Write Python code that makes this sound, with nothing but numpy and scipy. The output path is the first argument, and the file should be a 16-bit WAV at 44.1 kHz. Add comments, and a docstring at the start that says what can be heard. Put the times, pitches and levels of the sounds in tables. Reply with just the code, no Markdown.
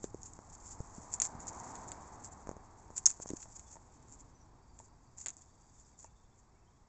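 """Crisp leaf snaps, rustling straw, dull bumps and small hollow taps: two hens step about in straw
and peck at a leafy sprig close to the microphone. A car passes, a drone swells and fades, and small
birds twitter faintly over low rumble and hiss. Snaps are filtered clicks, straw is a crowd of tiny
clicks, bumps and taps are dying sines, birds are gliding sines, and the rest is shaped noise."""
import sys
import numpy as np
from scipy import signal
from scipy.fft import rfft, irfft, next_fast_len
from scipy.io import wavfile

SR = 44100
rng = np.random.default_rng(int(sys.argv[2]) if len(sys.argv) > 2 else 0)


def transcribe(signal):
    """Save signal, clipped to [-1, 1], as a 16-bit WAV file at the path in sys.argv[1]."""
    frames = np.atleast_2d(signal).T
    limited = np.clip(frames, -1, 1)
    pcm = np.round(limited * 32767).astype(np.int16)
    wavfile.write(sys.argv[1], SR, pcm)


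N = 303408
TIME = np.arange(N) / SR

# dull bumps close to the microphone: t/s, peak before softening/dB, f/Hz, cycles until 60 dB down
BUMP_EVENTS = [(0.042, -26.5, 392, 5), (0.145, -31, 390, 5.5), (0.39, -35, 600, 1),
               (0.8038, -30.5, 114, 2.5), (0.804, -39.5, 454, 6.5), (0.982, -38.5, 212, 5),
               (1.351, -36.5, 147, 3.5), (2.472, -30, 503, 0.5), (2.492, -24.5, 494, 1.5),
               (2.5141, -30.5, 480, 1), (2.567, -36.5, 550, 2), (2.904, -37.5, 483, 1.3),
               (3.2006, -33, 574, 1.5), (3.259, -32.5, 600, 1.3), (3.304, -30, 338, 5),
               (3.314, -34.5, 300, 5), (3.335, -28, 307, 6)]


def from_db(db):
    """Turn decibels into a gain."""
    return 10 ** (np.asarray(db) / 20)


def rms_one(x):
    """Scale a sound to an rms of 1."""
    return x / np.sqrt(np.mean(x ** 2) + 1e-20)


def peak_one(x):
    """Scale a sound so that its highest peak is 1."""
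    return x / np.max(np.abs(x))


def in_time(points):
    """Join (time, value) points with straight lines, giving a value for every sample."""
    times, values = np.transpose(points)
    return np.interp(TIME, times, values)


def add(out, s, sound):
    """Mix a short sound in, starting at s seconds."""
    i = int(np.clip(s * SR, 0, N - 1))
    out[i:i + len(sound)] += sound[:N - i]


def coloured(x, spectrum):
    """Filter a signal with a smooth curve of level over frequency; the result has rms 1."""
    hz, db = np.transpose(spectrum)
    size = next_fast_len(N + 4096)
    bins_hz = np.maximum(np.fft.rfftfreq(size, 1 / SR), 1)
    gain = from_db(np.interp(np.log(bins_hz), np.log(hz), db))
    return rms_one(irfft(rfft(x, size) * gain, size)[:N])


def drift(rate):
    """Wander at random with rms 1, heading for a new value `rate` times a second."""
    values = rng.standard_normal(4000)
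    return rms_one(np.interp(TIME * rate, np.arange(4000), values))


def resonance(x, hz, width_hz):
    """Favour one frequency, as a ringing body does; the gain at its top is 1."""
    r = np.exp(-np.pi * width_hz / SR)
    forward = np.array([1, 0, -1]) * (1 - r * r) / 2
    feedback = [1, -2 * r * np.cos(2 * np.pi * hz / SR), r * r]
    return signal.lfilter(forward, feedback, x)


def ring(hz, t60):
    """A struck body rings as a sine with peak 1 that falls by 60 dB in t60 seconds."""
    t = TIME[:SR // 8]
    return peak_one(np.sin(2 * np.pi * hz * t) * from_db(-60 * t / t60))


def outdoors(air_db=1.5, hiss_db=-76, flutter_db=0.05):
    """Low air is bass-heavy noise that wavers very slightly; a faint even hiss lies over it."""
    # low air at the microphone: t/s, level before air_db is added/dB
    air_level = [(0.0, -58.5), (0.32, -59.5), (1.8, -62), (2.14, -61), (6.88, -66.5)]
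    # balance of the low air: f/Hz, level per Hz/dB
    rumble_spectrum = [(15, -2), (30, 1.5), (70, 1.5), (110, -2), (150, -9), (200, -11.5), (400, -17.5),
                       (900, -45.5)]
    # balance of the hiss: f/Hz, level per Hz/dB
    hiss_spectrum = [(200, 11), (1000, 10.5), (2000, 2), (3000, -4), (4200, -6.5), (5500, -3.5),
                     (7200, 1.5), (8400, -6.5), (9500, -31.5)]
    level_db = in_time(air_level) + air_db + flutter_db * drift(9.9)
    air = from_db(level_db) * coloured(rng.standard_normal(N), rumble_spectrum)
    hiss = from_db(hiss_db) * coloured(rng.standard_normal(N), hiss_spectrum)
    return air + hiss


def drone(hz=128, width_hz=35, octave_db=-6):
    """A far hum: noise in a low resonance and its octave swells quickly and dies away slowly."""
    peak_s, peak_db = 3.95, -64
    rise_db_per_s, fall_db_per_s = 70.5, 9.5
    since = TIME - peak_s
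    noise = rng.standard_normal(N)
    level_db = peak_db + np.minimum(rise_db_per_s * since, -fall_db_per_s * since)
    octave = from_db(octave_db) * resonance(noise, 2 * hz, width_hz)
    return from_db(level_db) * rms_one(resonance(noise, hz, width_hz) + octave)


def birds(level_db=6, echo_t60=0.12, unevenness=0.18, spread=0.035, warble_depth=0.033, loudness_db=2.5):
    """Far birds sing runs of short gliding, warbling notes, blurred by echoes across the yard."""
    # runs of quick notes: start/s, end/s, first f/Hz, last f/Hz, level before level_db is added/dB
    runs = [(3.65, 3.69, 3430, 3450, -79), (4.34, 4.43, 6100, 5850, -74), (4.621, 5.899, 4700, 4720, -90),
            (5.299, 6.3, 3500, 3520, -90.5), (5.815, 5.858, 6400, 4200, -79),
            (5.921, 5.949, 2540, 1900, -84), (6.05, 6.087, 2850, 2200, -80), (6.56, 6.669, 2200, 2920, -86),
            (6.679, 6.79, 3350, 3500, -89)]
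    note_s, notes_per_s = 0.035, 19
    out = np.zeros(N)
    along = np.linspace(0, 1, int(note_s * SR))
    warble = 1 + warble_depth * drift(220)
    for start, end, first_hz, last_hz, db in runs:
        for s in np.arange(start, end, 1 / notes_per_s):
            late, glide, offset, loud = rng.standard_normal(4)
            tune_hz = np.interp(s + note_s * along, [start, end], [first_hz, last_hz])
            bend = 1 + spread * (offset / 2 + glide * (2 * along - 1))
            hz = tune_hz * bend * np.roll(warble, -int(s * SR))[:len(along)]
            # adding up the frequency gives the phase; the half sine fades each note in and out
            note = np.sin(np.pi * along) * np.sin(2 * np.pi * np.cumsum(hz) / SR)
            note_db = db + level_db + loudness_db * loud
            add(out, s + unevenness * late / notes_per_s, from_db(note_db) * note)
    # scattered echoes: noise that dies away
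    t = TIME[:SR // 3]
    echoes = rng.standard_normal(len(t)) * from_db(-60 * t / echo_t60)
    return signal.fftconvolve(out, echoes / np.linalg.norm(echoes))[:N]


def car(engine_db=-9, engine_hz=80, engine_width_hz=50):
    """A car passes at a steady speed: tyre roar and engine rumble get weaker with distance."""
    # balance of the tyre roar: f/Hz, level per Hz/dB
    tyre_spectrum = [(100, -6), (200, -0.5), (370, -3.5), (560, -7), (720, 0.5), (900, 3), (1080, -0.5),
                     (1350, -9.5), (2100, -18.5), (3000, -35.5), (5000, -35)]
    nearest_s, tyres_db = 1.67, -50   # moment and tyre level at the nearest point
    road_m, speed_m_per_s = 5.55, 16.87
    distance_m = np.hypot(road_m, speed_m_per_s * (TIME - nearest_s))
    tyres = coloured(rng.standard_normal(N), tyre_spectrum)
    engine = rms_one(resonance(rng.standard_normal(N), engine_hz, engine_width_hz))
    return from_db(tyres_db) * road_m / distance_m * (tyres + from_db(engine_db) * engine)


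def taps(level_db=-2):
    """Each hollow tap sets off the same few rings, with slightly different strengths."""
    # small hollow taps: t/s, level before level_db and the ring's own level are added/dB
    tap_events = [(3.293, -55), (3.457, -55), (3.757, -55.5), (3.768, -53.5), (4.801, -53.5),
                  (6.045, -52.5)]
    # what the taps ring with: f/Hz, relative level/dB, time to fall by 60 dB/s
    tap_rings = [(667, -0.5, 0.046), (902, 9.5, 0.0262), (1750, -10, 0.023)]
    out = np.zeros(N)
    for s, tap_db in tap_events:
        for hz, ring_db, t60 in tap_rings:
            chance_db = rng.normal(0, 0.58)
            add(out, s, from_db(tap_db + level_db + ring_db + chance_db) * ring(hz, t60))
    return out


def bumps(contact_hz=1300):
    """Soft contacts: a low-pass filter rounds off the blow, and each dies within a few cycles."""
    out = np.zeros(N)
    softness = signal.butter(2, contact_hz, fs=SR, output="sos")
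    for s, peak_db, hz, cycles in BUMP_EVENTS:
        blow = -ring(hz, cycles / hz)
        add(out, s, from_db(peak_db) * signal.sosfilt(softness, blow))
    return out


def crackle(grains_per_s, size_db):
    """Dry stems slip over each other in tiny clicks of uneven size; the result has rms 1."""
    # balance of the straw: f/Hz, level per Hz/dB
    straw_spectrum = [(500, -23.5), (1800, -20), (3000, -24.5), (4000, -28.5), (4700, -21), (5500, -17),
                      (6200, -5.5), (7000, -0.5), (7600, -1.5), (8100, -13.5), (9500, -37)]
    sizes = from_db(size_db * np.minimum(rng.exponential(1, N), 4))
    signs = rng.choice([-1, 1], N)
    happens = rng.random(N) < grains_per_s / SR
    return coloured(sizes * signs * happens, straw_spectrum)


def rustle(stir_db=-1.5, clump_db=2.5, shuffle_db=1.0, stem_share=0.92, stem_width_hz=700,
           splinter_share=0.83, catch_db=4.0):
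    """Straw stirs in uneven shuffles; brushes swell and fade, catch, splinter and ring a stem."""
    # straw stirring underfoot: t/s, level before stir_db is added/dB
    stirring = [(0.0, -68), (1.03, -60), (1.44, -65), (1.65, -56), (2.55, -72), (2.76, -73), (2.99, -62),
                (3.12, -56), (3.2, -61), (3.62, -63), (3.72, -68), (4.54, -79.5), (5.15, -77.5),
                (5.33, -68.5), (5.59, -71), (5.94, -71.5), (6.09, -76.5), (6.88, -81.5)]
    # brushes of feet, feathers and leaves: start/s, length/s, level before the swell/dB, stem f/Hz
    brushes = [(0, 0.092, -56, 7300), (0.21, 0.1, -53, 6850), (0.525, 0.022, -56, 7100),
               (0.592, 0.19, -54.5, 7200), (1.113, 0.058, -44, 7100), (1.207, 0.075, -39.5, 7300),
               (1.388, 0.054, -52, 6860), (1.465, 0.04, -45.5, 6840), (1.506, 0.13, -56, 6340),
               (1.65, 0.075, -56, 6860), (1.873, 0.032, -50, 6960), (2.23, 0.069, -50, 7700),
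               (2.304, 0.037, -55, 7300), (2.947, 0.056, -44.5, 7200), (3.056, 0.072, -42.5, 7150),
               (3.207, 0.033, -45, 7100), (3.268, 0.018, -46.5, 6300), (3.355, 0.028, -50.5, 6700),
               (3.39, .075, -50.5, 7000), (3.548, 0.034, -51, 7100), (3.7, 0.065, -53.5, 6600),
               (4.077, 0.11, -57, 7240), (4.183, 0.036, -55.5, 7200), (4.73, 0.16, -64.5, 7200),
               (5.164, 0.091, -49, 7100), (5.407, 0.025, -58, 7000), (5.774, 0.064, -63.5, 7260),
               (5.964, 0.12, -58.5, 7100), (6.35, 0.068, -69, 7120)]
    stir_level_db = in_time(stirring) + stir_db + shuffle_db * drift(24) + clump_db * drift(76)
    out = from_db(stir_level_db) * crackle(grains_per_s=3500, size_db=3.0)
    # many fine grains with fewer splinters among them
    grains = crackle(grains_per_s=3378, size_db=2.5)
    grains = grains + splinter_share * crackle(grains_per_s=130, size_db=2.0)
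    grains = grains * from_db(catch_db * drift(60))
    for s, length, db, stem_hz in brushes:
        piece = grains[int(s * SR):][:int(length * SR)]
        piece = piece + stem_share * resonance(piece, stem_hz, stem_width_hz)
        swell = np.sin(np.pi * np.linspace(0, 1, len(piece)))
        add(out, s, from_db(db) * swell * rms_one(piece))
    return out


def snaps(width_hz=1150, fibres_db=-21, fibres_t60=0.043, crack_hz=5500, spray_db=6):
    """A stalk gives way in one crack, then its fibres part in a short spray of smaller ones."""
    # leaf and stalk snaps: t/s, ring peak/dB, ring f/Hz, crack relative to the ring before a 4 dB cut/dB
    snap_events = [(0.042, -35, 6700, 4), (0.232, -34.5, 6700, -11), (0.335, -39, 7140, -26),
                   (1.139, -20, 7170, -11), (1.2006, -17, 7000, -5.5), (1.218, -22, 7200, 5.5),
                   (1.2195, -12.5, 6800, -14), (1.2525, -23, 7000, -4), (1.47, -36, 7000, -21),
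                   (1.484, -30.5, 6800, -17), (1.6, -37.5, 6960, -11), (1.755, -34.5, 6800, 2),
                   (1.918, -29.5, 7170, 1.5), (2.979, -21, 7250, -8), (2.98, -24, 7200, -19),
                   (3.057, -11, 6500, -8), (3.0594, -7, 6700, -15), (3.0637, -4, 6660, -14.5),
                   (3.071, -22.5, 6840, 0), (3.084, -28, 7000, -16), (3.1036, -23.5, 7120, -8),
                   (3.29, -32.5, 6600, -5), (3.303, -31.5, 6760, 1.5), (3.428, -42, 6400, 7.5),
                   (3.595, -37.5, 6700, -1.5), (4.79, -41.5, 6970, 0.5), (5.2609, -26, 6800, 3),
                   (5.2675, -28.5, 7100, 6), (5.284, -25.5, 6920, -6), (5.291, -33.5, 6800, 2),
                   (5.304, -33, 6900, -2.5), (5.368, -40.5, 7200, -27), (6.044, -43, 6600, -20)]
    out = np.zeros(N)
    t = TIME[:SR // 16]
    broad = signal.butter(1, [350, crack_hz], "band", fs=SR, output="sos")
    # every bump jolts a stem, which ticks 14.5 dB below the bump's listed level
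    ticks = [(s, bump_db - 14.5, 6700, -22) for s, bump_db, _, _ in BUMP_EVENTS]
    for s, peak_db, hz, crack_db in snap_events + ticks:
        click = signal.unit_impulse(len(t))
        parting = rng.random(len(t)) < 0.2
        fibres = rng.standard_normal(len(t)) * parting * from_db(fibres_db - 60 * t / fibres_t60)
        crisp = resonance(resonance(click + fibres, hz, width_hz), hz, width_hz)
        crack = signal.sosfilt(broad, click + from_db(spray_db) * fibres)
        snap = peak_one(crisp) + from_db(crack_db - 4) * peak_one(crack)
        add(out, s, from_db(peak_db) * snap)
    return out


def scene():
    """Put the hens close by and the neighbourhood behind them, in one channel."""
    neighbourhood = outdoors() + drone() + birds() + car()
    hens = taps() + bumps() + rustle() + snaps()
    return (neighbourhood + hens)[None]


def record(dry):
    """The microphone colours the treble unevenly, and the top is cut steeply."""
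    # the microphone's colour, one resonance after another: f/Hz, width/Hz, gain at the top/dB
    colour = [(2920, 400, -6.5), (3751, 240, 1), (4650, 440, 5.5), (5480, 250, 7)]
    for hz, width_hz, db in colour:
        dry = dry + (from_db(db) - 1) * resonance(dry, hz, width_hz)
    # low-pass at 7900 Hz: 0.3 dB ripple below, at least 42 dB down well above
    steep = signal.ellip(6, 0.3, 42, 7900, fs=SR, output="sos")
    return signal.sosfilt(steep, dry)


dry = scene()
out = record(dry)
transcribe(out)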